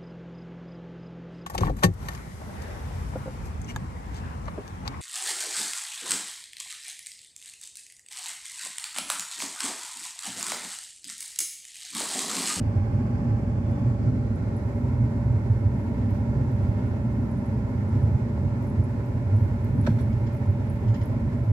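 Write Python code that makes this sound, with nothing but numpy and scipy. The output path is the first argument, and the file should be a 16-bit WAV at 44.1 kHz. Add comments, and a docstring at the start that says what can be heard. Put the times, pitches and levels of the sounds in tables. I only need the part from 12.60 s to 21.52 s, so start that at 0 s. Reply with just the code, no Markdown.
"""Inside a car rolling slowly along a dirt road, windows shut.
Bumps and rough ground shake the body and make the cabin's air boom, over the roar of the tyres and
a steady fan hum. The engine's note climbs, then eases. Late on, loose trim knocks, sets the door
ringing and rattles a little. Grit ticks and crunches, and tiny high chirps come more often later."""
import sys
import numpy as np
from scipy import signal
from scipy.fft import rfft, irfft
from scipy.io import wavfile
from scipy.ndimage import uniform_filter1d

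SR = 44100
rng = np.random.default_rng(int(sys.argv[2]) if len(sys.argv) > 2 else 0)


def dump(signal):
    """Clip the signal to [-1, 1] and save it as 16-bit WAV at the path in sys.argv[1]."""
    limited = np.clip(np.atleast_2d(signal).T, -1, 1)
    pcm = np.round(limited * 32767).astype(np.int16)
    wavfile.write(sys.argv[1], SR, pcm)


N = 393372
TIME = np.arange(N) / SR
HZ = np.fft.rfftfreq(N, 1 / SR)

# bumps under the wheels: (time of the peak [s], relative strength [dB])
BUMPS = [(0.099, 3), (0.179, 8), (.37, 7), (.54, 2.5), (.67, 6), (.75, 4), (1.102, 8.5), (1.281, 6.5),
         (1.47, 5.5), (1.691, 4.5), (2.049, -1), (2.429, 7.5), (2.66, 6.5), (2.75, 6), (2.908, 8),
         (3.06, 8.5), (3.47, 4.5), (3.779, 6), (4.089, 6), (4.8, 2), (5.15, 6.5), (5.34, 6.5), (5.44, 4),
         (5.53, 9.5), (5.86, 8.5), (6.199, 8.5), (6.749, 7), (6.841, 7.5), (6.95, 1), (7.21, 3.5),
         (7.31, 10), (7.57, 1.5), (7.9, 7), (8.3, 7.5), (8.9, 5)]
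# how much grit lies under the tyres: (time [s], relative level [dB])
GRIT_AMOUNT = [(0, -80), (1.2, -90), (2.1, -80), (5.3, -78.5), (5.8, -80), (7.3, -75.5), (8.92, -78)]
# the tone of a snapping grain of grit: (frequency [Hz], relative level [dB])
SNAP_SPECTRUM = [(5000, -27.5), (9500, -9), (11500, 0), (13200, -2.5), (14300, -3), (15500, -5)]


def rumble():
    """The road shakes the car's body, the air in the cabin and the air in the tyres."""
    # the tone of each of the three: (frequency [Hz], relative level [dB])
    shudder_spectrum = [(15, -30), (30, -25), (42, -14), (54, -3.5), (64, -0.5), (78, 3.5), (95, -19)]
    boom_spectrum = [(58, -35), (78, -8.5), (100, -0.5), (120, -0.5), (133, -6.5), (150, -11.5), (175, -33),
                     (240, -42.5)]
    drone_spectrum = [(135, -25), (175, -5), (205, -3.5), (228, 2.5), (255, -3.5), (285, -8.5),
                      (330, -40.5), (450, -33.5)]
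    # how rough the road is, and how loud the tyres drone: (time [s], level [dB])
    roughness = [(0, -1), (1.8, 1), (2.2, -2), (2.7, 3), (3.25, -2.5), (3.7, 3.5), (4.3, -1.5),
                 (4.95, -4.5), (5.5, 6), (5.7, -2), (6.5, -1), (6.85, 3), (7.35, 3.5), (7.7, -1),
                 (8.92, 2.5)]
    drone_level = [(0, -29), (.25, -35), (.4, -30.5), (.6, -31), (1.05, -33), (1.6, -30.5), (2.05, -33.5),
                   (2.45, -31), (2.8, -34), (3.55, -31), (3.85, -33), (4.35, -31.5), (5.35, -32),
                   (5.7, -33.5), (6.05, -32.5), (6.4, -35.5), (7.08, -33), (7.26, -29), (7.7, -34),
                   (8.3, -35.5), (8.65, -31), (8.92, -36.5)]
    bump_power = sum(amp(2 * db) * bump_swell(TIME - s) for s, db in BUMPS)
    def shaking(base_db, road_share, bump_share, waver_db):
        level_db = base_db + road_share * curve(roughness) + waver_db * drift(5.5)
        return amp(level_db) * np.sqrt(1 + bump_share * bump_power)
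    shudder = steady_noise(shudder_spectrum)
    shudder *= shaking(base_db=-38, road_share=.49, bump_share=.1, waver_db=1.3)
    boom = steady_noise(boom_spectrum, window=4200)
    boom *= shaking(base_db=-27, road_share=.55, bump_share=.14, waver_db=1.1)
    drone = steady_noise(drone_spectrum) * amp(curve(drone_level) + drift(6.2))
    return shudder + boom + drone


def bump_throbs(base_db=-29, pitch_hz=110.2, spread_hz=17.5):
    """Each bump rings the cabin's air for a few cycles, near its lowest natural note."""
    out = np.zeros(N)
    for s, db in BUMPS:
        near = abs(TIME - s) < .15
        t = TIME[near] - s
        hz = pitch_hz + spread_hz * rng.uniform(-1, 1)
        tone = np.sin(2 * np.pi * (hz * t + rng.random()))
        out[near] += amp(base_db + db) * np.sqrt(2 * bump_swell(t)) * tone
    return out * pan(-2.1)


def bump_swell(t, rise_s=.024, fall_s=.025):
    """A bump's power swells to a peak at t = 0, then settles."""
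    return np.exp(-(t / np.where(t < 0, rise_s, fall_s)) ** 2)


def engine(octave_db=-2, throb_db=2):
    """The cylinders fire in a low note that climbs with the revs and sinks as the driver eases off."""
    # the engine's note: (time [s], firing rate [Hz], relative level [dB])
    revs = [(0, 53, -42), (0.449, 55.5, -43), (0.902, 59.5, -38.5), (1.601, 62.3, -45.5), (2, 63, -44),
            (2.5, 64.5, -34.5), (3.4, 66.5, -37), (4.2, 64, -40.5), (4.7, 62.8, -36), (5.4, 65.3, -40),
            (5.9, 68, -42.5), (6.5, 60, -40.5), (7.1, 56, -41), (7.7, 54.5, -42), (8.92, 53.5, -46)]
    s, hz, db = np.transpose(revs)
    angle = 2 * np.pi * (np.cumsum(np.interp(TIME, s, hz)) / SR + rng.random())
    note = np.sin(angle) + amp(octave_db) * np.sin(2 * angle)
    level_db = np.interp(TIME, s, db) + throb_db * drift(9.2)
    return np.sqrt(2) * note * amp(level_db) * pan(-1.5)


def tyre_roar(base_db=-40, flutter_db=.6, frame=2048):
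    """Tyres roar on dirt through ringing panels; the tone shifts as the listener moves."""
    # the roar heard through the body: (frequency [Hz], relative level [dB])
    spectrum = [(150, -25), (300, 3.5), (410, 2.4), (475, -5), (615, -1), (720, -12.5), (980, -7.5),
                (1180, -17.5), (2200, -21.5), (3000, -29.5), (5200, -33.5), (8500, -40.5), (12000, -48),
                (16000, -58.5)]
    # where panels and glass ring: (frequency [Hz], width [Hz], left boost [dB], right boost [dB])
    panels = [(516, 85, 2, 2.5), (813, 74, 6, 10), (931, 74, 6.5, -1), (1020, 25, 2, 4), (1097, 25, 2, 2.5),
              (1360, 130, 5.5, 8), (1503, 130, 2, 3), (1786, 90, 4, 5.5), (1925, 55, 4, 2.5),
              (2106, 73, 1, 6), (2200, 140, 3.5, 4), (2550, 310, 0.5, 2.5), (3550, 900, 0, -3),
              (4100, 70, 0.5, 0.5), (5250, 900, 0.2, 1.4), (7340, 600, 4, 3)]
    # the whole roar, and its hiss, as the ground changes: (time [s], boost [dB])
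    roar_level = [(0, 0), (1.15, 0.3), (1.5, 0.66), (2.9, 0.4), (3.3, 0.2), (3.85, 0.5), (4.2, 0.2),
                  (4.6, -0.5), (5.4, 1), (6.0, -0.05), (6.8, 0), (8.92, -0.64)]
    hiss_level = [(0, 2.8), (1.8, -1.9), (2.35, -1.3), (3, -1.5), (3.45, 1.7), (3.75, -1.5), (4.2, 2),
                  (4.7, -0.5), (5.3, -0.2), (5.85, -0.5), (6.2, -0.5), (6.7, 1), (7.6, 0.8), (8.1, 2.7),
                  (8.92, 0.5)]
    panel_db = sum(np.outer([left, right], bell(hz, width)) for hz, width, left, right in panels)
    roar = cabin_noise(colour(spectrum, HZ) * amp(panel_db))
    f, t, slices = signal.stft(roar, SR, nperseg=frame)  # slices: ear, frequency, time
    slices = standing_waves(slices, f, t)
    hiss_db = np.outer(bell(3000, 1800, f), curve(hiss_level, t))
    slices *= amp(hiss_db + echo_ripple_db(f, t, frame))
    roar = signal.istft(slices, SR, nperseg=frame)[1][:, :N]
    return roar * amp(base_db + curve(roar_level) + flutter_db * drift(21))


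def standing_waves(slices, f, t, hollow_db=-8.5):
    """Rising to the window, the listener passes spots where some pitches build up and others cancel."""
    # the spots: (start [s], end [s], frequency [Hz], width [Hz], left boost [dB], right boost [dB])
    spots = [(0, 1.35, 815, 110, 4, 4.5), (0, 1.15, 1010, 90, -8, 4.5), (0, 1.5, 1130, 100, 6, 5),
             (0, 1.35, 1400, 140, -6, -3.5), (0, 1.1, 1600, 110, 6.5, 3.5), (0, 1.8, 1750, 70, 2, -5),
             (0, 1.6, 2050, 300, -1, -3), (0, 1.05, 3450, 700, 0.5, -5), (.92, 1.3, 3470, 140, 10.5, 3),
             (0, 1.45, 3930, 400, -7, -2), (1.25, 1.85, 2890, 600, 1.5, -3.5),
             (1.4, 2.05, 4080, 120, 2, 6.5), (1.15, 1.6, 4550, 600, -1.5, 3.5),
             (0, .7, 4830, 1300, 1.5, 2.5), (3.1, 3.3, 930, 110, 4.5, -2), (3.3, 4.45, 1100, 100, -3, 1.5),
             (3.3, 4.7, 2260, 200, -1.5, -3)]
    def zone(start, end, hz, width, fade_s=.28):
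        since_start = t - start if start > fade_s / 2 else np.inf
        inside = np.clip(np.minimum(since_start, end - t) / fade_s + .5, 0, 1)
        return bell(hz, width, f)[:, None] * inside
    # in one hollow spot, the sound that both ears share partly cancels
    hollow = zone(start=0, end=1.95, hz=964, width=119.5, fade_s=.8)
    slices = slices + slices.mean(0) * (amp(hollow_db * hollow) - 1)
    boost_db = sum(np.multiply.outer([left, right], zone(*spot)) for *spot, left, right in spots)
    return slices * amp(boost_db)


def echo_ripple_db(f, t, frame, count=60, longest_s=.016, sway_hz=.12):
    """Echoes off glass and trim leave fine peaks and dips in the tone, which shift as the listener sways."""
    def pattern():
        echoes = np.zeros((2, frame))
        delays = (SR * longest_s * rng.uniform(.15, 1, (2, count))).astype(int)
        np.put_along_axis(echoes, delays, rng.standard_normal((2, count)), 1)
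        return evened(rfft(echoes).real)[..., None]
    sway = 2 * np.pi * sway_hz * t
    depth_db = np.interp(f, [700, 2500], [0, 1.3])[:, None]
    return depth_db * (pattern() * np.cos(sway) + pattern() * np.sin(sway))


def door_thud(knock_s=7.2685, lag_cycles=2.4, rise_cycles=1.9):
    """The hardest knock rings the door: a clack first, then the low notes, which swell more slowly."""
    # the door's natural notes: (pitch [Hz], level [dB], time to fade by 60 dB [s])
    notes = [(121.6, -14, 0.083), (166, -26, 0.054), (212.4, -19, 0.066), (273, -29, .06),
             (365, -26.5, 0.091), (438, -37, 0.067), (573, -23.5, 0.066), (646, -32, 0.067), (857, -40, .1),
             (950, -34.5, 0.099), (1320, -42, 0.074), (1500, -39, 0.056), (1605, -37, 0.056),
             (3570, -50, .03)]
    t, out = TIME[:SR // 2], np.zeros((2, N))
    for hz, db, t60 in notes:
        ring = swell_and_fade(t, rise_cycles / hz, t60) * np.sin(2 * np.pi * (hz * t + rng.random()))
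        add(out, knock_s + lag_cycles / hz, amp(db) * ring * pan(-1))
    return out


def loose_trim():
    """A loose panel knocks in one quick cluster of hits; a smaller part rattles after it."""
    # the hits: (time [s], level [dB], rise [s], time to fade by 60 dB [s])
    knocks = [(7.225, -52, .022, .2), (7.2645, -33.5, .0008, 0.04), (7.2683, -32.5, 0.001, 0.055),
              (7.285, -48.5, .004, 0.38), (7.313, -54, .002, 0.035), (7.382, -48, .008, 0.26)]
    rattles = [(7.527, -54.5, .004, .08), (7.662, -52, .007, 0.14), (8.278, -52, .006, .15),
               (8.34, -47.5, 0.0047, 0.17), (8.409, -48.5, .006, 0.13), (8.494, -57, .002, .04)]
    # where each part rings: (frequency [Hz], width [Hz], relative level [dB])
    panel_rings = [(950, 37, -5), (1350, 90, 0), (1570, 270, 12.5), (2060, 120, 4), (2390, 300, 4.5),
                   (3480, 330, 2), (4280, 340, 0), (5340, 180, -1), (5780, 200, -2), (6800, 200, -9),
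                   (7650, 260, -6), (10000, 2500, -21)]
    small_part_rings = [(1950, 250, 11), (3100, 320, 4.5), (4120, 160, -1), (4750, 250, -2), (5220, 160, 2),
                        (5850, 150, -3), (6800, 260, -2), (7350, 180, -8)]
    return chatter(knocks, panel_rings) * pan(-2) + chatter(rattles, small_part_rings)


def chatter(hits, rings):
    """Plastic parts strike each other and ring briefly."""
    def gain_at(f):
        power = sum(amp(2 * db) / (1 + ((f - hz) / width) ** 2) ** 2 for hz, width, db in rings)
        return np.sqrt(power)
    out = np.zeros((2, N))
    for s, db, rise, t60 in hits:
        add(out, s, amp(db) * burst(gain_at, rise, t60))
    return out


def chirps(note_db=-3, echo_db=-16, sag_hz_per_s=19000):
    """Likely a loose metal part touching: each chirp is a high, sinking note with an echo off the glass."""
    # the chirps: (time [s], relative level [dB], starting pitch [Hz])
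    touches = [(1.1115, -58, 10000), (1.7585, -56, 10200), (1.965, -50.5, 10300), (4.019, -60, 10000),
               (4.267, -60, 10700), (4.711, -55, 10050), (4.773, -58, 9400), (4.859, -56, 10100),
               (5.29, -56, 10000), (5.43, -57, 10050), (6.071, -57, 10100), (6.099, -56, 10150),
               (6.239, -51, 10200), (6.764, -53, 10100), (7.211, -47, 10140), (7.41, -47, 10140),
               (7.769, -56, 10200), (7.861, -59, 10300), (8.099, -47.5, 10200), (8.435, -53, 10200)]
    t, out = TIME[:SR // 20], np.zeros((2, N))
    shape = swell_and_fade(t, rise=.0015, t60=.01)
    for s, db, hz in touches:
        cycles = np.cumsum(hz - sag_hz_per_s * t) / SR
        note = shape * np.sin(2 * np.pi * cycles)
        echo = burst(lambda f: bell(hz, 550, f), rise=.005, t60=.07)
        add(out, s, amp(db + note_db) * note[None])
        add(out, s, amp(db + echo_db) * echo)
    return out * pan(-12)


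def grit_ticks(snap_db=1, spray_db=-19, rise_s=.0012):
    """Grit snaps against the body and trails a spray of finer grains."""
    # the loudest snaps: (time [s], relative level [dB])
    loud_ticks = [(1.115, -66), (3.508, -57), (3.915, -63), (4.672, -62), (6.0268, -58), (6.4623, -60),
                  (7.0455, -53), (7.7339, -59), (7.7479, -58), (7.91, -59), (8.4583, -50)]
    def gain_at(f):
        return colour(SNAP_SPECTRUM, f)
    out = np.zeros((2, N))
    for s, db in [*loud_ticks, *faint_ticks()]:
        snap = amp(snap_db) * burst(gain_at, rise_s, t60=.014)
        spray = amp(spray_db) * burst(gain_at, rise=.015, t60=.3)
        add(out, s - rise_s, amp(db) * (snap + spray))
    return out * pan(-9)


def faint_ticks(count=80, per_s=3, above_grit_db=8, spread_db=5.5):
    """Small ticks fall at random, louder where grit lies thick: (time [s], relative level [dB])."""
    wait, strength = rng.random((count, 2)).T
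    s = np.cumsum(-np.log(1 - wait)) / per_s
    db = curve(GRIT_AMOUNT, s) + above_grit_db + spread_db * (2 * strength - 1)
    return np.column_stack([s, db])[s < TIME[-1]]


def gravel_crunches(grains_per_s=700, spread_db=3.5, rise_s=.012):
    """A tyre crushes a patch of gravel: a cluster of uneven grains that dies away."""
    # the patches: (time [s], level [dB], fade length [s])
    patches = [(.42, -82, .1), (1.106, -80, 0.11), (1.938, -78, .15), (3.152, -78, .15), (3.51, -74, .15),
               (3.9, -77, .14), (4.854, -77, .12), (5.32, -73, .16), (6.036, -72, .12), (6.46, -77, .12),
               (6.78, -69, .25), (7.03, -75, .1), (7.23, -67, .35), (7.39, -75, .25), (7.72, -71.5, .22),
               (8.09, -68.5, .25), (8.34, -69.5, .3), (8.45, -74, .15), (8.82, -74, 0.22)]
    sizes = amp(spread_db * np.minimum(rng.exponential(1, (2, N)), 4))
    clicks = sizes * (rng.random((2, N)) < grains_per_s / SR)
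    grains = evened(irfft(rfft(clicks) * colour(SNAP_SPECTRUM, HZ), N))
    level = sum(amp(db) * np.interp(TIME, [s, s + rise_s, s + rise_s + fade_s], [0, 1, 0]) ** 2
                for s, db, fade_s in patches)
    return grains * level * pan(-7)


def fan(shaft_hz=47.93, wander=.0012, top_lag_radians=.73):
    """A steady hum, likely the blower: tones at multiples of its spin rate, each wavering a little."""
    # the tones: (multiple of the spin rate, level [dB], left minus right [dB])
    tones = [(4, -46, 1), (7, -59.5, 7.5), (9, -57, 1), (12, -49.5, -2.5)]
    turns = np.cumsum(shaft_hz * (1 + wander * drift(2.6))) / SR
    out = np.zeros((2, N))
    for multiple, db, lean_db in tones:
        lag = np.array([[0], [top_lag_radians]]) * multiple / tones[-1][0]  # later at the right ear
        tone = np.sqrt(2) * np.sin(2 * np.pi * (multiple * turns + rng.random()) - lag)
        out += tone * pan(lean_db) * amp(db + .8 * drift(4))
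    return out


def grit_fizz(boost_db=3, flicker_db=1, patchy_db=1.2):
    """Fine grit, crushed under the tyres, makes a faint high fizz."""
    # the fizz's tone: (frequency [Hz], relative level [dB])
    spectrum = [(5000, -25.5), (8500, 0), (10000, 4), (11000, 0.5), (12800, 0), (14000, -6.5), (16000, -7)]
    level_db = curve(GRIT_AMOUNT) + boost_db + patchy_db * drift(5) + flicker_db * drift(150)
    return cabin_noise(colour(spectrum, HZ)) * amp(level_db) * pan(-4)


def cabin_noise(gain):
    """Noise in the cabin: both ears hear nearly the same bass, but different treble."""
    # how alike the ears' sounds are: (frequency [Hz], likeness [0 to 1])
    likeness = [(60, .995), (200, .99), (300, .93), (600, .87), (800, .68), (1000, .48), (1400, .45),
                (2000, .25), (3000, .12), (12000, 0)]
    # how far the left ear is ahead: (frequency [Hz], lead [radians])
    left_lead = [(40, 0), (100, -.15), (270, .16), (400, -.7), (520, -1), (620, -.4), (700, -.7),
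                 (790, 1.4), (950, -.7), (1400, -1.5), (2000, -3)]
    # which ear hears more: (frequency [Hz], left minus right [dB])
    balance = [(60, -4), (92, -1.5), (140, -2.5), (210, -2), (330, 5.5), (500, -0.5), (770, 0),
               (1170, -0.5), (1790, -7.5), (2740, -0.5), (4190, -0.5), (6410, -0.5), (9810, -3),
               (15000, -7)]
    left, unrelated = rfft(rng.standard_normal((2, N)))
    same = np.clip(read(likeness, HZ), -1, 1)
    right = (same * left + np.sqrt(1 - same ** 2) * unrelated) * np.exp(-1j * read(left_lead, HZ))
    return evened(irfft(np.array([left, right]) * gain * pan(read(balance, HZ)), N))


def steady_noise(spectrum, window=6500):
    """Cabin noise with its chance swells smoothed out over a window of samples."""
    noise = cabin_noise(colour(spectrum, HZ))
    power = uniform_filter1d((noise ** 2).mean(0), window)
    return noise / np.sqrt(uniform_filter1d(power, window // 2))


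def burst(gain_at, rise, t60, size=8192):
    """A short scrape of noise, different at each ear but equally strong."""
    shape = swell_and_fade(TIME[:size], rise, t60)
    gain = gain_at(np.fft.rfftfreq(size, 1 / SR))
    sound = irfft(rfft(rng.standard_normal((2, size))) * gain) * shape
    return sound * np.linalg.norm(shape) / np.linalg.norm(sound, axis=1, keepdims=True)


def swell_and_fade(t, rise, t60):
    """Climbs to 1 in `rise` seconds, then falls by 60 dB every `t60` seconds."""
    return np.minimum(t / rise, 1) * np.exp(-np.log(1000) * np.maximum(t - rise, 0) / t60)


def drift(rate_hz):
    """A random wobble of typical size 1, with little in it faster than the given rate."""
    gain = np.exp(-(HZ / rate_hz) ** 2) * (HZ > 0)
    return evened(irfft(rfft(rng.standard_normal(N)) * gain, N))


def bell(hz, width, f=HZ):
    """A rounded peak around one frequency."""
    return 1 / (1 + (2 * (f - hz) / width) ** 2)


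def colour(points, hz):
    """Turns a spectrum table into gains that fall steeply beyond its ends."""
    outside = np.minimum(1, hz / points[0][0]) * np.minimum(1, points[-1][0] / (hz + 1))
    return amp(read(points, hz)) * outside ** 2


def read(points, hz):
    """Reads a table along frequency, with octaves evenly spaced."""
    f, value = np.transpose(points)
    return np.interp(np.log(hz + 1), np.log(np.sort(f) + 1), value)


def curve(points, s=TIME):
    """Reads a table along time."""
    return np.interp(s, *np.transpose(points))


def amp(db):
    """Turns decibels into a gain."""
    return 10 ** (np.asarray(db) / 20)


def evened(x):
    """Scales a signal to an average power of 1."""
    return x / np.sqrt(np.mean(x ** 2) + 1e-20)


def pan(lean_db):
    """Left and right gains; a negative lean is louder on the right."""
    return amp(np.array([[.5], [-.5]]) * lean_db)


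def add(mix, s, sound):
    """Mixes a sound in, starting at `s` seconds."""
    part = mix[:, round(s * SR):][:, :sound.shape[1]]
    part += sound[:, :part.shape[1]]


def scene():
    """Everything heard from the seat by the side window."""
    rolling = rumble() + bump_throbs() + tyre_roar() + grit_fizz() + engine() + fan()
    return rolling + loose_trim() + door_thud() + grit_ticks() + gravel_crunches() + chirps()


def record(dry, top_hz=15720, fade_s=.004):
    """Softens both ends and cuts off the very highest treble."""
    to_nearest_end = np.minimum(TIME, TIME[::-1])
    fade = np.sin(np.pi / 2 * np.minimum(to_nearest_end / fade_s, 1)) ** 2
    low_pass = signal.firwin(1023, top_hz, window=("kaiser", 9), fs=SR)
    return signal.oaconvolve(dry * fade, low_pass[None], "same", axes=1)


dry = scene()
out = record(dry)
dump(out)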